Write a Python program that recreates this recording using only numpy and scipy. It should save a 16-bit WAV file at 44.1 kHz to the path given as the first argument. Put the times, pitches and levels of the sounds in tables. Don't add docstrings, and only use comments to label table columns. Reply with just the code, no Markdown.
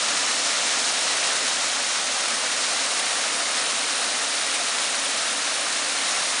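import sys
import numpy as np
from scipy import signal
from scipy.fft import rfft, irfft
from scipy.io import wavfile

SR = 44100
rng = np.random.default_rng(int(sys.argv[2]) if len(sys.argv) > 2 else 0)


def master(y):
    cut = np.clip(np.atleast_2d(y).T, -1, 1)
    pcm = np.round(cut * 32767)
    wavfile.write(sys.argv[1], SR, pcm.astype(np.int16))


N = 282240

# time in seconds, level in dB.
FALL_STRENGTH = [(0, -23.5), (1.3, -23.6), (1.9, -25), (2.6, -24.5), (5.7, -25.5), (6.05, -24.6),
                 (6.4, -25)]
# frequency in Hz, relative spectral level in dB.
CHURN_SPECTRUM = [(20, -40), (40, -35.5), (60, -25), (90, -18.5), (135, -9.5), (195, -6.5), (230, 0.5),
                  (310, -0.5), (380, -3), (520, -11.5), (900, -31.5)]
PLUNGE_SPECTRUM = [(60, -61), (200, -34), (350, -18), (440, -5), (570, -.5), (900, -2.5), (1200, 0),
                   (2200, -0.4), (3200, -2), (4500, -5.5), (7000, -12), (10500, -13.5)]
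SLAP_SPECTRUM = [(150, -51.5), (600, -10), (1300, 0), (4000, -2.5), (7000, -5), (10500, -6.5)]
SPATTER_SPECTRUM = [(700, -40), (2000, -8), (3500, -3.5), (5000, -1), (6200, 1), (7000, 0.9), (8000, -2.5),
                    (10500, -13.5)]
FOAM_SPECTRUM = [(3000, -26.5), (6000, -8), (7500, -4), (8400, 6), (9700, 9), (10500, 4)]
# centre in Hz, width in Hz, boost in dB.
LOCK_RESONANCES = [(282, 20.6, 5.5), (700, 94, 3), (1276, 200, 1.5), (1850, 90, 1.4), (2820, 150, 0.7),
                   (3750, 230, 2), (4140, 500, 3), (4700, 380, 0.5), (5370, 500, 2)]
CUTOFF_HZ = 10080


def from_db(db):
    return 10 ** (np.asarray(db) / 20)


def rms_one(x):
    return x / np.sqrt(np.mean(x ** 2) + 1e-20)


def in_time(rows):
    s, *columns = np.transpose(rows)
    return [np.interp(np.arange(N) / SR, s, c) for c in columns]


def drift(rate):
    pole = np.exp(-80 * np.pi * rate / SR)
    noise = rng.standard_normal(N // 40 + 2002)
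    slow = signal.lfilter([1], [1, -2 * pole, pole * pole], noise)[2000:]
    return np.interp(np.arange(N) / 40, np.arange(len(slow)), rms_one(slow))


def colour(sound, spectrum):
    hz, db = np.transpose(spectrum)
    bin_hz = np.maximum(np.fft.rfftfreq(N, 1 / SR), 1)
    gain = from_db(np.interp(np.log(bin_hz), np.log(hz), db))
    return rms_one(irfft(rfft(sound) * gain, N))


def churn(lumpy_db):
    return colour(rng.standard_normal(N), CHURN_SPECTRUM) * from_db(lumpy_db * drift(11))


def bubbles(per_s, low_hz, high_hz, cycles, rise, spread_db):
    out = np.zeros(N)
    for when, pitch, force, life in rng.random((int(per_s * N / SR), 4)):
        hz = low_hz * (high_hz / low_hz) ** pitch
        length = int(cycles * (.5 + life) * SR / hz) + 2
        age = np.arange(length) / length
        phase = 2 * np.pi * hz * length / SR * age * (1 + rise * age / 2)
        ring = np.sin(phase) * np.exp(-np.log(1000) * age)
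        gain = from_db(spread_db * force ** 2) * hz / low_hz
        start = int(when * N)
        out[start:start + length] += (gain * ring)[:N - start]
    return rms_one(out)


def plunge(near_db, gush_db):
    near = bubbles(per_s=1300, low_hz=412, high_hz=3845, cycles=22, rise=0.14, spread_db=8)
    gurgle = from_db(near_db) * colour(near, PLUNGE_SPECTRUM)
    roar = colour(rng.standard_normal(N), PLUNGE_SPECTRUM)
    return rms_one(roar + gurgle) * from_db(gush_db * drift(9.3))


def impacts(per_s, spread_db):
    sizes = from_db(spread_db * np.minimum(rng.exponential(1, N), 4))
    return rms_one(sizes * rng.choice([-1, 1], N) * (rng.random(N) < per_s / SR))


def slaps(per_s, decay_s, spread_db):
    hit_energy = impacts(per_s, spread_db) ** 2
    decay = np.exp(-1 / (decay_s * SR))
    power = signal.lfilter([1], [1, -decay], hit_energy + 1e-18)
    return colour(np.sqrt(power) * rng.standard_normal(N), SLAP_SPECTRUM)


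def spatter(mist_db, clump_db):
    drops = impacts(per_s=9000, spread_db=3.0)
    mist = from_db(mist_db) * rng.standard_normal(N)
    return colour(drops + mist, SPATTER_SPECTRUM) * from_db(clump_db * drift(17))


def foam(hiss_db, flutter_db):
    bursts = impacts(per_s=12000, spread_db=2.0)
    hiss = from_db(hiss_db) * rng.standard_normal(N)
    return colour(bursts + hiss, FOAM_SPECTRUM) * from_db(flutter_db * drift(90))


def lock_chamber(sound):
    for hz, width_hz, boost_db in LOCK_RESONANCES:
        band = signal.lfilter(*signal.iirpeak(hz, hz / width_hz, fs=SR), sound)
        sound = sound + (from_db(boost_db) - 1) * band
    return sound


def microphone_turn(start_s, end_s):
    return np.clip((np.arange(N) / SR - start_s) / (end_s - start_s), 0, 1)


def scene():
    fall_db, = in_time(FALL_STRENGTH)
    turn = microphone_turn(start_s=0.9, end_s=4.0)
    pool = from_db(-22.5 - 0.1 * turn) * churn(lumpy_db=0.5)
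    pool += from_db(-3.5 + 0.73 * turn) * plunge(near_db=-7.5, gush_db=0.22)
    pool += from_db(-10 + 0.73 * turn) * slaps(per_s=110, decay_s=0.0055, spread_db=2.0)
    spray = from_db(-3.5 - 1.0 * turn) * spatter(mist_db=1.5, clump_db=0.6)
    spray += from_db(-6.5 + 3 * turn) * foam(hiss_db=4.0, flutter_db=1.56)
    mono = lock_chamber(from_db(fall_db) * (pool + spray))
    return np.tile(mono, (2, 1))


def record(dry):
    lowpass = signal.ellip(14, 0.1, 85, CUTOFF_HZ - 80, fs=SR, output="sos")
    return signal.sosfilt(lowpass, dry)


dry = scene()
out = record(dry)
master(out)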